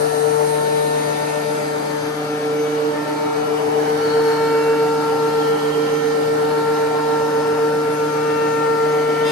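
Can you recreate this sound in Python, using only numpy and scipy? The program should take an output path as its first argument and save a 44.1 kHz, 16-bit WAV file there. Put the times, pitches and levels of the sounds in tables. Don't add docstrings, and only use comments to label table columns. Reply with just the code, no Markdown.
import sys
import numpy as np
from scipy import signal
from scipy.io import wavfile
from scipy.ndimage import uniform_filter1d

SR = 44100
rng = np.random.default_rng(int(sys.argv[2]) if len(sys.argv) > 2 else 0)


def put_to_file(sound):
    columns = np.atleast_2d(sound).T
    safe = np.clip(columns, -1, 1)
    whole_steps = np.round(safe * 32767)
    wavfile.write(sys.argv[1], SR, whole_steps.astype(np.int16))


N = 410571

# t/s, speed/(turns per s)
CUTTER_SPEED = [(0, 149.62), (0.8, 149.99), (1.2, 150.14), (1.65, 150.24), (2.1, 150.17), (2.35, 150.26),
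                (2.75, 150.35), (3.3, 150.37), (3.75, 150.56), (4.2, 150.59), (4.95, 150.72), (5.2, 150.84),
                (5.5, 150.88), (6.65, 150.84), (7.05, 150.95), (8.1, 151.06), (8.6, 151.08), (9.05, 150.87),
                (9.31, 150.96)]
BELT_RATIO = 1.95
# f/Hz, left lead/turns
PORT_PHASE = [(8800, 0), (9750, -.49), (10350, -.51), (11800, -1)]
TOP_BAND_HZ = PORT_PHASE[0][0]


def amp(db):
    return 10 ** (np.asarray(db) / 20)


def in_time(rows, t):
    s, *columns = np.transpose(rows)
    return [np.interp(t, s, c) for c in columns]


def at_hz(points, hz):
    p = np.array(points)
    return np.interp(np.log(hz + 1), np.log(p[:, 0]), p[:, 1])


def bump(x, centre, width):
    return np.exp(-.5 * ((x - centre) / width) ** 2)


def smooth_chance(shape, sizes):
    field = rng.standard_normal(shape)
    for axis, size in enumerate(sizes):
        for _ in range(2):
            field = uniform_filter1d(field, size, axis=axis)
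    return field / field.std()


def walked(places):
    # arrival t/s, departure t/s
    stops = [(0, 1.07), (2.4, 3.73), (3.8, 5.4), (8.4, 9.31)]
    return [(s, *row) for stop, row in zip(stops, places) for s in stop]


def swell(hz):
    crests = [(4.6, 0.19, 2710, 10.5), (2.9, 0.12, 2710, 5), (8.1, 0.39, 2710, 7)]
    t = np.arange(0, N, 100) / SR
    near = [row for row in crests if abs(np.log(row[2] / hz)) < .07]
    gain_db = sum((db * bump(t, s, length) for s, length, _, db in near), 0 * t)
    return np.interp(np.arange(N) / SR, t, amp(gain_db))


def tone(angle, rows, waver_db=0.96, fade_db=0):
    left_db, right_db, lead = in_time(rows, np.arange(0, N, 10) / SR)
    steps = N // 100 + 2
    waver = waver_db * smooth_chance(steps, [25])
    left_slow, right_slow = [waver + fade_db * smooth_chance(steps, [120]) for port in "lr"]

    def read(slow):
        return np.interp(np.arange(len(lead)) / 10, np.arange(steps), slow)

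    controls = [amp(left_db + read(left_slow)), amp(right_db + read(right_slow)), lead]
    left, right, lead = np.repeat(controls, 10, axis=1)[:, :N]
    angle, lead = np.float32(angle % (2 * np.pi)), np.float32(lead)
    return np.sqrt(2) * np.array([left * np.cos(angle + lead), right * np.cos(angle)])


def shafts():
    t = np.arange(N) / SR
    cutter = 2 * np.pi * np.cumsum(in_time(CUTTER_SPEED, t)[0]) / SR
    return cutter, BELT_RATIO * cutter, 2 * np.pi * 120 * t


def air_rush(cutter, mains, ripple_db=2.0, comb_db=1.58, flicker_db=1.1, knife_pulse=0.066, brush_pulse=0.021):
    # f/Hz, level/dB per Hz
    base_spectrum = [(40, -88), (85, -75.5), (160, -68), (225, -63), (300, -64), (770, -60), (1400, -64),
                     (2300, -72.5), (4500, -78.5), (6500, -81), (8700, -86), (9400, -80.5), (11000, -79),
                     (12300, -86.5)]
    # f/Hz, standard deviation/Hz, gain/dB
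    resonances = [(457, 11, 4.5), (550, 33, 2.5), (777, 17, 4), (1125, 29, -3.5), (1560, 51, -2.5),
                  (3040, 23, -2.5), (3370, 96, -3), (4210, 730, 2.5), (7000, 86, -5.5), (7980, 100, 2.5)]
    # centre t/s, standard deviation/s, f/Hz, standard deviation/Hz, gain/dB
    glints = [(1.0, 0.29, 3750, 320, 5), (4.2, 1.5, 2940, 48, 8), (4.1, 0.18, 4460, 220, 8),
              (4.38, 0.22, 4300, 190, 6), (1.9, 0.74, 2300, 82, 1.5), (5.8, 0.7, 2850, 22, 0),
              (6.3, 0.7, 3660, 70, 2), (4.45, 0.35, 1500, 180, 6.5), (4.7, 2.3, 423, 20, 9.5),
              (5.7, 0.35, 3190, 38, 15), (5.4, 0.8, 812, 7.8, 14.5), (5.6, 0.84, 5180, 160, 4.5),
              (5.36, 0.35, 4255, 36, 10.5), (6.6, 0.4, 4255, 33, 8), (5.76, 0.19, 990, 27, 6),
              (9.5, 2.5, 1487, 25, 8.5), (4.95, 0.03, 45, 30, 9), (0.96, 0.55, 2450, 87, 3.5),
              (0.8, 0.7, 3100, 100, 3), (1.3, 0.45, 2080, 27, 4), (1.15, 0.5, 4694, 35, 7),
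              (2.2, 1.1, 6050, 49, 8), (3.8, 0.5, 3230, 35, 5), (4.1, 0.45, 5405, 40, 5),
              (4.05, 0.5, 5728, 40, 6), (8.1, 0.9, 5728, 35, 5), (5.9, 1.2, 4800, 50, 4),
              (7.9, 0.55, 5100, 80, 5), (5.95, 0.4, 2864, 25, 5), (9.3, 0.25, 3000, 130, 6),
              (9.1, 0.3, 2110, 30, 8), (3.54, 0.3, 1100, 300, 2), (7.9, 0.54, 110, 27, 5),
              (7.935, 0.012, 9600, 740, 17)]
    # f/Hz, share (0-1)
    coherence = [(60, 1), (250, 0.96), (500, 0.62), (1000, 0.3), (2000, 0.38), (4000, 0.3), (7500, 0.1),
                 (8800, 0.7), (10000, 0.97), (11500, 0.98), (12000, 0.98)]
    # level/dB, rumble/dB, body/dB, hiss/dB, left lean/dB, left lead/ms
    rush_places = [(-0.5, 0, 3, 4, 2.5, 0.42), (-0.4, -4, -1, -0.2, 2.5, 0.089),
                   (-0.1, 2.5, 0.3, 1.4, 0.6, 0.072), (0.47, 2.5, -0.9, -0.7, 2, 0.069)]

    hz, t, white = signal.stft(rng.standard_normal((3, N)), SR, nperseg=2048)
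    level_db, rumble_db, body_db, hiss_db, lean_db, lead_ms = in_time(walked(rush_places), t)
    f = hz[:, None] + 1
    grid = (len(hz), len(t))
    below_top = f < TOP_BAND_HZ

    db = at_hz(base_spectrum, f) + level_db
    db = db + rumble_db / (1 + (f / 130) ** 4) + hiss_db / (1 + (4000 / f) ** 4)
    db = db + body_db * bump(np.log2(f), 9.62, 0.55)
    db = db + sum(gain_db * bump(f, c, w) for c, w, gain_db in resonances)
    db = db + sum(gain_db * bump(t, s, length) * bump(f, c, w) for s, length, c, w, gain_db in glints)
    db = db + flicker_db * smooth_chance(grid, [20, 2])
    db = db + comb_db * smooth_chance(grid, [2, 24]) * below_top

    lead = 2 * np.pi * (at_hz(PORT_PHASE, f) + f * lead_ms / 1000 * (f < 4000))
    alike = np.clip(at_hz(coherence, f), 0, 1)
    ports = []
    for k, side in enumerate([1, -1]):
        ripple = ripple_db * smooth_chance(grid, [3, 30]) * np.sqrt(1 - alike)
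        common = np.sqrt(alike) * white[2] * np.exp(.5j * side * lead)
        mixed = common + np.sqrt(1 - alike) * white[k]
        ports.append(mixed * amp(db + ripple + side * lean_db / 2 * below_top))
    rush = signal.istft(np.array(ports), SR, nperseg=2048)[1][:, :N] * np.sqrt(SR / 2)
    return rush * (1 + knife_pulse * np.cos(3 * cutter) + brush_pulse * np.cos(mains))


def bite(cutter, tear=0.088):
    # f/Hz, bandwidth/Hz, relative level/dB
    board_modes = [(2650, 200, 6), (3400, 290, 8), (4980, 110, 3), (6400, 200, -5), (7800, 400, -11),
                   (10900, 460, -9)]
    start_s, rise_s, level_db = 9.236, 0.04, -29

    start = int(start_s * SR)
    ticks = np.diff(np.floor(3 * cutter[start - 1:] / (2 * np.pi)))
    strikes = ticks * amp(rng.normal(0, 1.5, len(ticks))) + tear * rng.standard_normal((2, len(ticks)))
    rung = 0
    for hz, width, db in board_modes:
        r = np.exp(-np.pi * width / SR)
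        poles = [1, -2 * r * np.cos(2 * np.pi * hz / SR), r * r]
        rung = rung + amp(db) * signal.lfilter([1 - r * r, 0, r * r - 1], poles, strikes)
    rise = np.clip(np.arange(len(ticks)) / SR / rise_s, 0, 1)
    return np.pad(amp(level_db) * rise * rung / rung.std(), ((0, 0), (start, 0)))


def motor(cutter, rotor, mains):
    # t/s, left level/dB, right level/dB, left lead/rad, phase ahead of 2, 3, 4 cutter turns/rad
    rotor_beat = [(0.05, -36, -39.7, -0.1, 2.2), (0.25, -38, -41.5, -0.1, 1.6), (0.65, -39, -42, -0.7, 3.4),
                  (1.05, -40, -42.8, -1.2, 4.7), (1.35, -35.5, -46, -0.8, 3.8), (2.4, -32.0, -32, 0.1, 2.9),
                  (2.65, -32, -29, 0.1, 2.7), (2.9, -31.1, -27.0, 0.2, 3.3), (3.5, -36, -30, -0.2, 3.4),
                  (3.8, -32.0, -28.4, -0.1, 4.1), (4.15, -34, -29.5, 0.1, 4.4), (5.0, -32.5, -28, 0.1, 4.5),
                  (5.4, -35, -29.2, 0.1, 4.6), (5.8, -29, -27, 0.2, 4.9), (5.95, -33.8, -28.9, 0.2, 5.3),
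                  (6.3, -35.5, -30, 0.2, 4.0), (7.1, -34.1, -30, 0.1, 4.7), (8.0, -33, -30.3, 0.1, 4.2),
                  (8.15, -33, -30.5, 0.2, 4.4), (8.55, -33, -29.8, 0.1, 4.6), (8.7, -37, -33.2, 0.2, 4.7),
                  (9.25, -37, -33.5, 0.2, 4.5)]
    knife_beat = [(0.05, -30.1, -36.4, 2.7, 2.2), (0.1, -38.7, -36.5, 1.7, 2.4), (0.3, -43, -41.2, 5, 1.4),
                  (0.45, -33, -33.6, 1, 2.6), (0.75, -46, -43.5, 2.5, 1.9), (1.0, -38.1, -36.5, 1.5, 2.0),
                  (1.65, -38.5, -51.0, 3.0, 2.9), (1.8, -42.7, -41.7, -0.1, 6.3),
                  (1.9, -44.7, -39.1, 1, 5.5), (2.25, -53.0, -39.6, 3.0, 3.8), (2.55, -40, -48.7, 6.2, 4.0),
                  (2.75, -37.8, -43.8, 5, 5.6), (2.95, -31, -33, -0.5, 11.8), (3.2, -33, -48.3, 4.5, 7.1),
                  (3.3, -33.2, -35.6, 6, 5.3), (3.45, -31.6, -28, 7, 5.4), (3.55, -31, -28, 6.2, 5.6),
                  (3.65, -29, -27, 6.5, 5.4), (3.75, -30, -26, 6, 3.4), (3.95, -34, -30.2, 6.5, 2.6),
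                  (4.15, -32.6, -27, 6, 2.6), (4.3, -39.2, -33.9, 6.9, 2.2), (4.8, -28, -24, 6.5, 2.5),
                  (4.95, -43.1, -37.0, 7.1, 2.6), (5.2, -32.8, -30.2, 6.5, 3.2),
                  (5.5, -34.6, -33.4, 6.5, 3.4), (5.65, -27, -27, 7, 4.1), (5.7, -26, -24, 6.7, 4.4),
                  (5.8, -33.8, -31.6, 6.5, 3.2), (5.9, -30.6, -30.1, 9, 4.7), (5.95, -28, -27, 5.5, 3.9),
                  (6.05, -35.4, -31, 7.5, 3.6), (6.15, -33.6, -32.2, 7, 5.2), (6.2, -35.9, -36.1, 6.1, 4.4),
                  (6.3, -32.9, -27, 6.4, 3.4), (6.55, -31, -33.4, 6, 3.5), (6.8, -32.5, -29.5, 7.5, 2.6),
                  (7.05, -40, -37, 7.3, 2.5), (7.4, -33.0, -28, 7.1, 2.8), (7.9, -37, -31.5, 7.1, 2.7),
                  (8.6, -41, -38, 6, 3.9), (8.75, -32.2, -30.2, 7.1, 3.6), (9.15, -37.3, -35.5, 7.0, 3.5),
                  (9.25, -30.6, -31.0, 7, 3.6)]
    upper_beat = [(0.05, -37.7, -42.1, 1, 2.0), (0.3, -36.5, -40.7, 0.5, 1.2), (0.6, -36, -44.1, 0.2, 2.9),
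                  (1.05, -34.9, -47.2, -0.8, 3.2), (1.45, -35, -38.7, 0.1, 2.8),
                  (1.7, -36.0, -38.6, 0, 2.4), (2.05, -50.7, -45.8, -0.6, 3.3),
                  (2.45, -39.8, -41.4, -2.1, 2.9), (2.85, -37.8, -40.9, 0.4, 1.8),
                  (3.15, -39.0, -38.6, 1.2, 2.3), (3.5, -57.3, -43.5, 1, 1.7),
                  (3.95, -42.9, -44.0, 1.4, 3.1), (4.15, -41.7, -44.3, 1.3, 2.1),
                  (5.25, -46.1, -49.1, 1.6, 3.2), (5.55, -43.0, -41.2, 2.5, 2.3),
                  (5.7, -58.5, -53.4, 2.3, 4.3), (5.95, -48.7, -48.1, 2.3, 3.3),
                  (6.2, -48.7, -41.7, 2.7, 1.2), (6.75, -48.4, -46.5, 2.0, 3.1),
                  (7.6, -47.2, -47.3, 2.3, 1.7), (8.25, -41.2, -41.8, 2, 2.4), (9.25, -46.1, -54.0, 2, 2.8)]
    # t/s, left level/dB, right level/dB, left lead/rad
    gear_hum = [(0.05, -47, -46, 0.7), (1.1, -51, -51, 0.8), (3.15, -45.6, -38, 0.1),
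                (3.45, -51.8, -44.7, -0.1), (5.4, -49.6, -43.0, -0.1), (5.9, -62.5, -52.9, 0.7),
                (6.3, -53.4, -44.3, 0.1), (9.25, -62.2, -51, 0.7)]
    gear_order = 2.092
    fan_whine = [(0.0, -48, -53.5, 1.0), (0.35, -47, -57.0, 1.1), (0.5, -52, -62.0, 1.3),
                 (0.9, -51, -57, 2.9), (1.1, -44, -50, 4.1), (1.5, -54.0, -55, 4), (1.65, -46.5, -58, 6.9),
                 (1.85, -61, -64, 6.4), (2.05, -48, -46, 6.7), (2.15, -64, -64, 6.7),
                 (2.3, -53.0, -56.5, 6.8), (2.5, -64.0, -60, 6.8), (2.6, -44, -61.5, 6.8),
                 (2.7, -46, -61.5, 7.9), (3.1, -60, -67.5, 7.1), (3.4, -47, -57.5, 7.9),
                 (3.55, -60.5, -65.5, 7.9), (3.75, -51.0, -53.5, 7.7), (4.45, -55, -68.0, 7.1),
                 (4.9, -56.0, -61.5, 7.1), (5.0, -70, -68.0, 8), (5.4, -48, -56.5, 7.3),
                 (5.55, -67.0, -65.5, 7.7), (5.9, -45, -59, 7.7), (6.6, -62.0, -68.0, 8.6),
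                 (6.75, -49, -68.0, 9.0), (7.1, -53, -56.0, 9.0), (7.25, -46, -65.0, 8.9),
                 (7.5, -54, -67.5, 8.8), (7.75, -57.5, -58.0, 9.9), (8.0, -47.5, -65.5, 8.9),
                 (8.3, -50, -68.0, 9.3), (8.5, -48, -55.0, 9), (9.3, -54, -66, 13)]
    brush_whine = [(0, -37, -38, -1.5), (.95, -38.5, -39.5, -1.8), (1.35, -44, -45, -1.9),
                   (1.55, -41, -41.5, -2), (1.9, -49, -50, -1.8), (2.6, -55, -55, -2), (4, -57, -62, -1.9),
                   (7, -62, -62, -2.5), (8.4, -56, -54, -2), (9.3, -57, -59, -3.5)]
    rotor_orders, rotor_orders_db = [16, 28, 29, 31, 33, 35, 36, 38, 39, 40], [-16.5, -24, -27.5, -22, -22, -17, -13, -20, -15,
                                                           -25]
    # cutter multiple, motor multiple, mains buzz multiple; level/dB
    mixes, mixes_db = [(0, 0, 1), (1, 0, 1), (0, 1, -1), (2, 0, -1), (0, 2, 0), (2, 0, 1), (0, 8, 0),
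                       (0, 7, 0), (0, 3, 0), (3, 1, 0), (3, -1, 0), (0, 16, 0), (0, 16, 1), (0, 16, -1),
                       (0, 9, 0), (0, 5, 0), (0, 14, 0), (0, 15, 0), (21, 0, 0), (10, 0, 0), (0, 23, 0),
                       (3, 21, 0), (0, 33, 0), (0, 34, 0), (0, 35, 0), (0, 36, 0)], [-53, -46, -55.5, -54, -47.5, -46.5, -56, -65, -57, -47, -60.5, -59.5,
                                      -67, -69, -70, -57.5, -65, -63, -65, -53.5, -69.5, -68, -68, -70, -75,
                                      -66]
    sideband_db = -10.5

    t = np.arange(N) / SR
    cutter_hz = CUTTER_SPEED[0][1]
    out = tone(gear_order * cutter, gear_hum, waver_db=1.0)
    for turns, rows, waver_db in [(0, rotor_beat, 0.0), (1, knife_beat, 0.3), (2, upper_beat, 0.96)]:
        ahead = in_time(rows, t)[-1]
        out += tone(rotor + turns * cutter + ahead, [row[:-1] for row in rows], waver_db=waver_db)
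    out += tone(21 * rotor, fan_whine, waver_db=2.5)

    whine = tone(32 * rotor, brush_whine, waver_db=1.5)
    for k, db in zip(rotor_orders, rotor_orders_db):
        lead = 2 * np.pi * at_hz(PORT_PHASE, k * BELT_RATIO * cutter_hz)
        rows = [(s, left, right, lead) for s, left, right, _ in brush_whine]
        whine += amp(db) * tone(k * rotor, rows, waver_db=3.5)
    out += whine * (1 + 2 * amp(sideband_db) * np.cos(mains))

    for (c, m, b), db in zip(mixes, mixes_db):
        lead = 2 * np.pi * at_hz(PORT_PHASE, (c + m * BELT_RATIO) * cutter_hz) * (m > 30)
        angle = c * cutter + m * rotor + b * mains + rng.uniform(0, 2 * np.pi)
        out += tone(angle, [(0, db, db, lead)], waver_db=3.5, fade_db=2.0)
    return out


def cutterhead(cutter):
    # t/s, left level/dB, right level/dB, left lead/rad
    knife_tones = [[(0.05, -17, -29, 2.5), (0.1, -15.7, -34.0, 2.7), (0.15, -15.5, -35.7, 2.1),
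                    (0.2, -15, -35.0, 1.9), (0.35, -14.5, -31, 2.1), (0.4, -15, -30, 2.7),
                    (0.45, -16, -28, 2.5), (0.65, -18.5, -26.0, 2.5), (0.75, -16.5, -25, 3),
                    (0.9, -18.9, -24.2, 2.5), (1.25, -22.0, -30, 3.3), (1.4, -21.5, -31, 4.0),
                    (1.6, -22, -25.5, 4.5), (1.75, -23, -28.0, 4.4), (2.05, -22.5, -32.2, 2),
                    (2.3, -28, -26.5, 0), (2.6, -21, -21, -0.9), (2.85, -25.5, -18, 0.5),
                    (3.05, -28, -28, 3), (3.3, -20, -22.5, 3), (3.55, -18.5, -35.4, 3),
                    (3.6, -19, -38.6, 3.5), (3.7, -17, -38.6, 2.4), (3.75, -18.1, -38.1, 1.0),
                    (3.8, -17, -32.6, 0.7), (4.0, -18.1, -22.6, 0.5), (4.15, -17.5, -18, 0.8),
                    (4.35, -18, -18, 1.0), (4.8, -17, -17, 0.77), (5.0, -20, -20, 1.2),
                    (5.25, -18.9, -19.5, 1.0), (5.5, -18, -19.5, 1.5), (5.6, -23, -21.3, 2.2),
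                    (5.75, -26, -19, 1.3), (5.8, -22, -16, 1.3), (5.9, -19, -19.5, 1.74),
                    (6.05, -28, -16.5, 1), (6.15, -16, -19.5, 1.6), (6.2, -18.9, -23, 2),
                    (6.3, -18.7, -20, 1.5), (6.6, -17, -20, 1.47), (7.1, -23, -18.8, 1.4),
                    (7.65, -18.5, -19.5, 1.0), (8.15, -21.0, -21.0, 1.23), (8.75, -18.5, -17.8, 1.0),
                    (9.25, -18.1, -20.7, 1.0)], [(0.05, -30.5, -31, 3.5), (0.55, -27.5, -27.5, 1.83),
                                    (1.1, -25.5, -30, 2.5), (1.45, -31.3, -38, 1.8), (1.65, -33.5, -42, -3),
                                    (1.8, -27.5, -35, -3.5), (2.1, -36, -45, -7), (2.15, -38, -51.6, -10.2),
                                    (2.35, -31, -33.2, -9.5), (2.65, -34.9, -41, -9), (3.0, -37, -31, -12),
                                    (3.3, -31, -30, -12), (3.5, -32, -37, -8.5), (3.7, -27.0, -28.9, -9.5),
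                                    (4.0, -26, -27.2, -9.1), (4.15, -24.8, -37.4, -9),
                                    (4.25, -24.5, -37.7, -5.5), (4.4, -25.5, -27, -6.0),
                                    (4.95, -26.5, -30, -5.5), (5.25, -26.5, -32.8, -6.7),
                                    (5.5, -30, -28, -8.5), (5.85, -47, -39, -9.5), (6.4, -29, -33, -8.5),
                                    (6.75, -26.5, -31.9, -5.5), (7.15, -26.2, -28, -5),
                                    (7.5, -26.5, -34, -5), (7.95, -27.3, -37, -5), (8.7, -23, -41, -3.5),
                                    (9.1, -26.5, -38, -3.8), (9.25, -24.5, -42.1, -2)], [(0.05, -33.3, -49.0, 4), (0.2, -37, -50.9, 6),
                                                      (0.3, -33, -54, 4), (0.6, -42, -38, 5),
                                                      (1.3, -43, -48, -0.5), (1.5, -35.9, -50.0, 1.5),
                                                      (1.65, -39, -38.1, 1.3), (1.9, -45.0, -46.7, 0.5),
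                                                      (2.1, -39, -40.7, -8.9), (2.2, -35, -45.2, -8.5),
                                                      (2.25, -37.3, -48.5, -7.5), (2.3, -36, -52.9, -6.5),
                                                      (2.75, -36, -38.9, -4), (3.0, -41.7, -34, -2),
                                                      (3.35, -30.5, -40, -2.2), (3.45, -30.5, -40.9, -1.7),
                                                      (3.9, -51.3, -51, -2), (4.0, -35, -33, -0.5),
                                                      (4.2, -30.9, -33, -1.3), (4.3, -33, -37.8, -0.8),
                                                      (4.45, -29.1, -31, -0.3), (4.8, -32.5, -34, -0.5),
                                                      (5.3, -28, -34.0, -0.5), (5.55, -29, -34, -1.2),
                                                      (5.95, -43, -32.1, -1.1), (6.4, -32, -33, -1.5),
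                                                      (6.6, -30.3, -32, -0.8), (6.9, -34, -31.4, -0.7),
                                                      (7.5, -30.5, -34.4, -0.0), (8.25, -30, -33, -0.3),
                                                      (8.7, -24.5, -29.6, -0.7), (9.25, -31.9, -30, 0.3)], [(0.05, -39.1, -45.3, 1.6),
                                                                        (0.45, -41, -57.1, 3.9),
                                                                        (0.5, -37, -57.1, 1.6),
                                                                        (0.55, -36.9, -49.1, 2),
                                                                        (0.95, -38.4, -37, 1.5),
                                                                        (1.1, -34.6, -43, 2),
                                                                        (1.4, -37.5, -39, 1.3),
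                                                                        (1.55, -39, -38.0, 3),
                                                                        (1.7, -40.4, -39.4, 2.0),
                                                                        (1.8, -46, -47, -0.5),
                                                                        (1.95, -37, -48.0, -1.2),
                                                                        (2.25, -49.4, -41.3, -10),
                                                                        (2.35, -37, -53.3, -10.9),
                                                                        (2.4, -38.5, -57.1, -8.5),
                                                                        (2.8, -54.5, -45, -8),
                                                                        (3.0, -35, -43.6, -7),
                                                                        (3.15, -42.0, -47.0, -7.5),
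                                                                        (3.55, -47.4, -42, -9.5),
                                                                        (4.5, -38, -36.2, -7),
                                                                        (4.75, -41.0, -55, -6.3),
                                                                        (4.8, -45, -55.3, -3.3),
                                                                        (5.15, -43, -38.5, -1.7),
                                                                        (6.15, -39, -35, -1.5),
                                                                        (6.7, -39, -38.0, -1.7),
                                                                        (7.5, -38.5, -43, -0.3),
                                                                        (8.05, -47.5, -44, -3),
                                                                        (8.35, -37, -36, -0.5),
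                                                                        (8.45, -36, -36.2, -0.1),
                                                                        (8.95, -33.5, -41.6, -0.3),
                                                                        (9.05, -35, -46.2, 0.6),
                                                                        (9.2, -30.4, -38.2, -0.6),
                                                                        (9.25, -31, -38.1, 0.5)], [(0.05, -63.4, -50.5, 3),
                                                                                          (0.85, -47, -40.5, 3),
                                                                                          (1.65, -49.3, -46, 1.2),
                                                                                          (1.75, -50.6, -50.8, -1.2),
                                                                                          (2.1, -46.8, -53.7, 5.1),
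                                                                                          (2.25, -46.2, -53.9, 1.1),
                                                                                          (2.5, -46.7, -45.6, 2.6),
                                                                                          (2.7, -48.0, -43, -0.3),
                                                                                          (2.9, -51.4, -47.8, -3.3),
                                                                                          (3.1, -51.9, -57.7, -1.6),
                                                                                          (3.15, -46.0, -53.3, 0),
                                                                                          (3.25, -43.5, -42, 1.1),
                                                                                          (3.45, -52, -49, -0.1),
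                                                                                          (4.1, -41, -47.7, -1.6),
                                                                                          (4.5, -44.1, -37, 0.5),
                                                                                          (4.95, -48.1, -46, 0.1),
                                                                                          (5.3, -55.1, -62.8, 5.1),
                                                                                          (5.55, -44.5, -47.6, 6),
                                                                                          (5.9, -42.6, -56.0, 3.4),
                                                                                          (6.3, -43, -58.3, 5.8),
                                                                                          (6.95, -52.7, -48.0, 8.7),
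                                                                                          (8.05, -43.7, -50.8, 9.9),
                                                                                          (8.15, -47.0, -61.5, 10.2),
                                                                                          (8.2, -47.5, -56.3, 12.7),
                                                                                          (8.3, -46.0, -44.9, 13.1),
                                                                                          (8.8, -52, -49.7, 13.6),
                                                                                          (9.15, -37, -40.1, 13.0),
                                                                                          (9.25, -44, -42, 13.4)]]
    cutter_second, cutter_fourth, cutter_fifth = [(0.05, -37.8, -45, -0.4), (0.15, -41.9, -43.2, -0.8),
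                                                  (0.3, -37.8, -37.5, -0.3), (0.85, -39, -39.9, -0.4),
                                                  (1.1, -35.0, -36.8, -0.017), (2.35, -37, -35, -0.17),
                                                  (3.05, -36.7, -31, -0.1), (3.65, -40, -36.6, -1.0),
                                                  (4.3, -37, -36, -0.7), (5.0, -38.8, -39, -0.69),
                                                  (5.4, -35.4, -34.1, -0.6), (5.75, -45.7, -38.8, -0.5),
                                                  (5.9, -38.0, -34.0, -0.4), (6.05, -42.9, -38, -0.2),
                                                  (6.35, -36.0, -32.6, -0.7), (6.8, -37.3, -37.7, -0.9),
                                                  (7.45, -35.9, -37, -0.6), (9.25, -38.2, -35.0, -0.6)], [(0.05, -36.1, -41.0, 0.5),
                                                                    (0.35, -39.5, -44.5, 0.1),
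                                                                    (0.6, -34, -41.3, 0.9),
                                                                    (1.1, -31.5, -37.5, 0.6),
                                                                    (1.4, -31.1, -34.3, 0.9),
                                                                    (1.6, -31, -34, 1.3),
                                                                    (2.0, -37, -42.8, 3.7),
                                                                    (2.25, -37.4, -37.1, 6.6),
                                                                    (2.6, -44, -38, 7.5),
                                                                    (3.0, -34.0, -37.6, 7.3),
                                                                    (3.15, -36.1, -36, 7.4),
                                                                    (3.4, -54.3, -35.9, 6.7),
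                                                                    (4.1, -40, -45.3, 4.0),
                                                                    (4.35, -55.6, -39.2, 5.4),
                                                                    (4.75, -45.3, -37.6, 4.9),
                                                                    (5.25, -44.7, -38.6, 2.2),
                                                                    (5.65, -58.5, -53.6, 1.7),
                                                                    (5.8, -44.0, -43.8, 0.2),
                                                                    (6.05, -52.8, -45.6, 0.5),
                                                                    (6.25, -39, -38.1, 1.5),
                                                                    (6.95, -41.0, -40.4, 3.8),
                                                                    (8.1, -52.2, -44, 4.5),
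                                                                    (8.35, -45.0, -39.8, 2.8),
                                                                    (9.25, -41, -40, 2.7)], [(0.0, -48, -43, 2),
                                                                                      (1.55, -44, -38, 2.5),
                                                                                      (1.85, -52.0, -48, 4),
                                                                                      (2.15, -39, -39, -0.3),
                                                                                      (2.45, -32.5, -45, 0.4),
                                                                                      (3.1, -50, -47, -5.5),
                                                                                      (3.25, -38, -44, -1.5),
                                                                                      (3.65, -41, -29, 0.8),
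                                                                                      (4.35, -37, -40, 3),
                                                                                      (4.7, -38.0, -50.5, 0),
                                                                                      (5.0, -37, -52.0, 0),
                                                                                      (5.1, -46, -52.0, 7),
                                                                                      (5.6, -46, -50, 5),
                                                                                      (6.45, -47, -37, 10),
                                                                                      (7.0, -32, -37, 9.5),
                                                                                      (7.65, -62, -48.0, 10.5),
                                                                                      (9.0, -39, -37, 13.1),
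                                                                                      (9.3, -45.0, -45, 8)]
    # left level/dB, right level/dB, left lead/rad
    faint_orders, faint_places = [1, 8, 18], [
        [(-33.5, -34, 0.4), (-38.5, -37, 0.24), (-37.5, -35, 0.039), (-36.5, -35, 0.057)],
        [(-43, -52, 3), (-49, -41, 4.2), (-53, -57, 7.2), (-37.5, -44, 8)],
        [(-60, -59, 1.5), (-54, -52, 2.4), (-60, -52, 6.4), (-49.5, -68, 5.1)],
    ]
    fade_db_per_octave, fade_from_hz = 0.82, 110

    def spread(k):
        return k * cutter + np.pi * (k // 4) ** 2 / 3

    out = sum(tone(spread(3 * k), rows, waver_db=0.9) for k, rows in enumerate(knife_tones, 1))
    out += tone(spread(2), cutter_second) + tone(spread(4), cutter_fourth) + tone(spread(5), cutter_fifth)
    for k, places in zip(faint_orders, faint_places):
        hz = k * CUTTER_SPEED[-1][1]
        fade_db = fade_db_per_octave * np.log2(hz / fade_from_hz)
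        out += swell(hz) * tone(spread(k), walked(places), fade_db=fade_db)
    return out


def scene():
    cutter, rotor, mains = shafts()
    return air_rush(cutter, mains) + bite(cutter) + motor(cutter, rotor, mains) + cutterhead(cutter)


def record(dry):
    dry = signal.sosfilt(signal.butter(2, 81, "high", fs=SR, output="sos"), dry)
    return signal.sosfilt(signal.cheby2(14, 70, 13400, fs=SR, output="sos"), dry)


dry = scene()
out = record(dry)
put_to_file(out)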